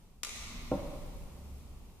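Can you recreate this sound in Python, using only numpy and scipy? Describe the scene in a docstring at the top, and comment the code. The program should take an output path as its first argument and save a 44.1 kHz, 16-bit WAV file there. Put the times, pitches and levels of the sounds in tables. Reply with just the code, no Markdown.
"""Faint room hiss, then a sharp double snap in a lecture room, slightly left of a stereo pair.
The snapping part clatters and rings; the walls throw the crack back and a long hissy tail fills the room.
Half a second later something lands on a wooden desk and bounces once, ringing it with a hollow thump.
Room hiss and low rumble swell after the snap and slowly sink; two faint low drones come and go."""
import sys
import numpy as np
from scipy import signal
from scipy.fft import rfft, irfft
from scipy.io import wavfile

SR = 44100
rng = np.random.default_rng(int(sys.argv[2]) if len(sys.argv) > 2 else 0)


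def master(y):
    """Save y as 16-bit WAV."""
    cut = np.clip(np.atleast_2d(y).T, -1, 1)
    pcm = np.round(cut * 32767)  # scale
    wavfile.write(sys.argv[1], SR, pcm.astype(np.int16))


N = 88200
T = np.arange(N) / SR

# spectrum of the room's answer to the snap: frequency_hz, relative_db
SNAP_ROOM_COLOUR = [(100, -42), (400, -1), (800, -6.5), (1220, -2), (1620, -12.5), (2150, 3.5), (3100, -2),
                    (3900, 2), (4650, -4), (6300, 2.5), (8000, -1.5), (10000, -6), (15000, -21)]


def amp(db):
    """Decibels to gain."""
    return 10 ** (np.asarray(db) / 20)


def read(points, hz):
    """Reads a table on a log-frequency axis."""
    table_hz, value = np.transpose(points)
    return np.interp(np.log(hz + 1), np.log(table_hz + 1), value)


def unit_rms(x):
    """Scales to rms 1."""
    return x / np.sqrt(np.mean(x ** 2) + 1e-20)


def fade(t60_s, t=T):
    """Exponential decay, 60 dB down after t60_s."""
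    return np.exp(-np.log(1000) * t / t60_s)


def delay(x, delay_s):
    """Delays a sound by any fraction of a sample."""
    hz = np.fft.rfftfreq(2 * N, 1 / SR)
    return irfft(rfft(x, 2 * N) * np.exp(-2j * np.pi * hz * delay_s))[..., :N]


def noise(colour):
    """Diffuse noise of rms 1; the two microphones hear nearly the same bass but different treble."""
    # likeness of left and right: frequency_hz, correlation
    coherence = [(60, 0.83), (300, 0.84), (700, 0.65), (1400, 0.39), (3000, -0.13), (6800, -0.14),
                 (15000, -0.22)]
    hz = np.fft.rfftfreq(N, 1 / SR)
    likeness = read(coherence, hz)
    mid, side = rfft(rng.standard_normal((2, N)))
    mid, side = mid * np.sqrt(1 + likeness), side * np.sqrt(1 - likeness)
    spectrum = np.array([mid + side, mid - side]) * amp(read(colour, hz))
    return unit_rms(irfft(spectrum, N))


def pulse(colour):
    """A minimum-phase click of unit energy."""
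    hz = abs(np.fft.fftfreq(N, 1 / SR))
    log_gain = np.log(amp(read(colour, hz)))
    spectrum = np.exp(np.conj(signal.hilbert(log_gain)))
    return unit_rms(np.fft.ifft(spectrum).real) / np.sqrt(N)


def burst(colour, t60_s):
    """A dying puff of noise of unit energy."""
    return unit_rms(noise(colour) * fade(t60_s)) / np.sqrt(N)


def ring(modes):
    """Dying sines of a struck body."""
    return sum(amp(db) * fade(t60_s) * np.sin(2 * np.pi * hz * T) for hz, db, t60_s in modes)


def room_decay(x):
    """Lets each band die away at the room's own speed."""
    # reverberation time: frequency_hz, t60_s
    decay_times = [(100, 0.73), (500, 1.18), (1200, 3.1), (2500, 1.96), (4500, 1.9), (7000, 1.19),
                   (10000, 1), (15000, 1.74)]
    hz, t, bands = signal.stft(x, SR, nperseg=512)
    return signal.istft(bands * fade(read(decay_times, hz)[:, None], t), SR)[1][:, :N]


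def reverb(x):
    """Spreads a mono sound through the room's diffuse stereo response."""
    white = noise([(1, 0), (2, 0)])
    response = unit_rms(room_decay(white)) / np.sqrt(N)
    return signal.fftconvolve(x[None], response, axes=1)[:, :N]


def room_tone():
    """Hiss, dull low noise and rumble all around the microphones, swelling and sinking."""
    # spectra of the three layers: frequency_hz, relative_db
    hiss = [(100, 24), (250, 13), (400, 15.5), (550, 11), (1100, 9.5), (1600, -3.5), (2500, 3), (4000, -1),
            (9000, -2), (15000, -5.5)]
    low_noise = [(30, -18), (70, -1.5), (130, -3), (230, -5), (350, -19), (800, -35)]
    rumble = [(10, -3), (22, 8.5), (38, 4), (60, 0), (100, -16), (200, -47.5)]
    # their swells: time_s, level_db
    hiss_swell = [(0, -61.5), (.21, -66.5), (.3, -65.5), (.6, -54), (.9, -52.5), (1.4, -57), (2, -60)]
    low_swell = [(0, -66), (.25, -63.5), (.42, -57.5), (0.521, -52.5), (.9, -52.5), (1.25, -54.5),
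                 (1.55, -54), (1.75, -57.5), (2, -61.5)]
    rumble_swell = [(0, -62), (.22, -59), (.38, -47), (.56, -47), (.7, -43.5), (.92, -47.5), (1.03, -43),
                    (1.22, -43), (1.33, -55), (1.7, -50), (2, -57)]
    layers = [(hiss, hiss_swell), (low_noise, low_swell), (rumble, rumble_swell)]
    return sum(noise(colour) * amp(np.interp(T, *np.transpose(swell))) for colour, swell in layers)


def snap(left_lead_s=.00008, left_bias_db=1.3, tail_build_s=.085):
    """A part cracks and rebounds, clattering and ringing each time, and the room answers."""
    # spectrum of the crack: frequency_hz, relative_db
    crack_colour = [(100, -11), (700, -10), (1250, -2), (1650, -9), (2400, 0), (4500, -2), (7500, 0),
                    (9500, -8), (12500, -12), (15000, -23)]
    # modes of the snapping part: pitch_hz, relative_db, t60_s
    part_modes = [(1195, -1, .13), (1384, -4, .13), (2139, -8, .09), (2560, -4, .07), (3935, -2, .09),
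                  (6080, -8, .08), (7150, -8, .08), (11100, -8, .13)]
    # the snap and its quick rebound: start_s, gain_db
    cracks = [(.2332, 0), (.24815, -5.5)]
    click = -pulse(crack_colour)
    click = click + amp(-6) * delay(click, .0008)  # first bounce off a nearby surface
    clatter = amp(4.5) * burst(crack_colour, t60_s=.032)
    direct = np.array([click, delay(click, left_lead_s)]) + clatter
    direct *= amp(-13.5) * amp([[left_bias_db], [-left_bias_db]])
    walls = wall_echoes()
    ringing = amp(-46) * ring(part_modes)
    scatter = amp(-43) * noise(crack_colour) * fade(t60_s=.27)
    tail = amp(-39) * room_decay(noise(SNAP_ROOM_COLOUR)) * (1 - np.exp(-T / tail_build_s))
    crack = direct + walls + ringing + amp(-5.5) * reverb(ringing) + scatter + tail
    return sum(amp(db) * delay(crack, start_s) for start_s, db in cracks)


def wall_echoes():
    """The walls return the crack as three smeared puffs, the farthest the faintest."""
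    # reflections: delay_s, level_db, left_minus_right_db
    echoes = [(.036, -18.5, 3), (0.0586, -19, 2.5), (0.1255, -23.5, 0.5)]
    return sum(delay(burst(SNAP_ROOM_COLOUR, t60_s=.039), delay_s) * amp([[db + pan / 2], [db - pan / 2]])
               for delay_s, db, pan in echoes)


def drones():
    """Two faint low tones, one after the other, swell and waver in pitch."""
    # one track for each tone: time_s, pitch_hz, level_db
    tracks = [
        [(.26, 240, -70), (.35, 235.9, -62), (.44, 238.4, -63), (.56, 238.7, -51.5), (.64, 237.7, -54),
         (.72, 245, -51)],
        [(1.25, 63.8, -61), (1.35, 68.25, -44), (1.43, 71.8, -49), (1.53, 68.3, -40), (1.66, 73.4, -54),
         (1.82, 62.5, -53.5), (1.9, 55.6, -50.5)],
    ]
    tones = np.zeros(N)
    for track in tracks:
        time_s, hz, db = np.transpose(track)
        level = amp(np.interp(T, time_s, db)) * (T > time_s[0]) * (T < time_s[-1])
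        phase = 2 * np.pi * np.cumsum(np.interp(T, time_s, hz)) / SR
        tones += level * np.sin(phase)
    return tones


def desk_thump(left_lead_s=.00008, rise_s=.002):
    """A soft blow and its bounce ring the hollow desk and the room."""
    # modes of the desk: pitch_hz, relative_db, t60_s
    desk_modes = [(100, -9, .14), (200, -10, .22), (275, -7, .3), (328, -5, .16), (513, 0, .17),
                  (552, -8, .25), (590, -3, .09), (772, -7, .13), (931, -12, .12), (1052, -15, .14),
                  (1380, -23, .14)]
    # spectra of the dull contact knock and the room's answering boom: frequency_hz, relative_db
    knock_colour = [(40, -28), (100, 1), (280, 7.5), (420, -22), (570, -19), (700, -13), (1050, -14),
                    (1500, -26), (2500, -12.5), (6000, -58)]
    boom_colour = [(50, -4), (120, -1.5), (190, 1.5), (240, -11), (280, -1.5), (430, -13), (510, -4.5),
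                   (575, 5), (690, -14), (800, -11.5), (1080, -14.5), (1550, -32), (4000, -45)]
    # the landing and its bounce: start_s, gain_db
    blows = [(0.7155, 3.5), (.748, -16.5)]
    body = amp(-27.5) * ring(desk_modes) + amp(-8.5) * pulse(knock_colour)
    direct = np.array([body, delay(body, left_lead_s)])
    boom = amp(-42) * noise(boom_colour) * fade(t60_s=1.6)
    blow = (direct + boom + amp(-14) * reverb(body)) * (1 - np.exp(-T / rise_s))
    return sum(amp(db) * delay(blow, start_s) for start_s, db in blows)


def scene():
    """Everything that reaches the stereo pair."""
    return snap() + desk_thump() + room_tone() + drones()


def record(dry):
    """The recorder cuts the treble above 15.2 kHz."""
    lowpass = signal.firwin(255, 15200, window=("kaiser", 9), fs=SR)
    return signal.oaconvolve(dry, lowpass[None], "same")


dry = scene()
out = record(dry)
master(out)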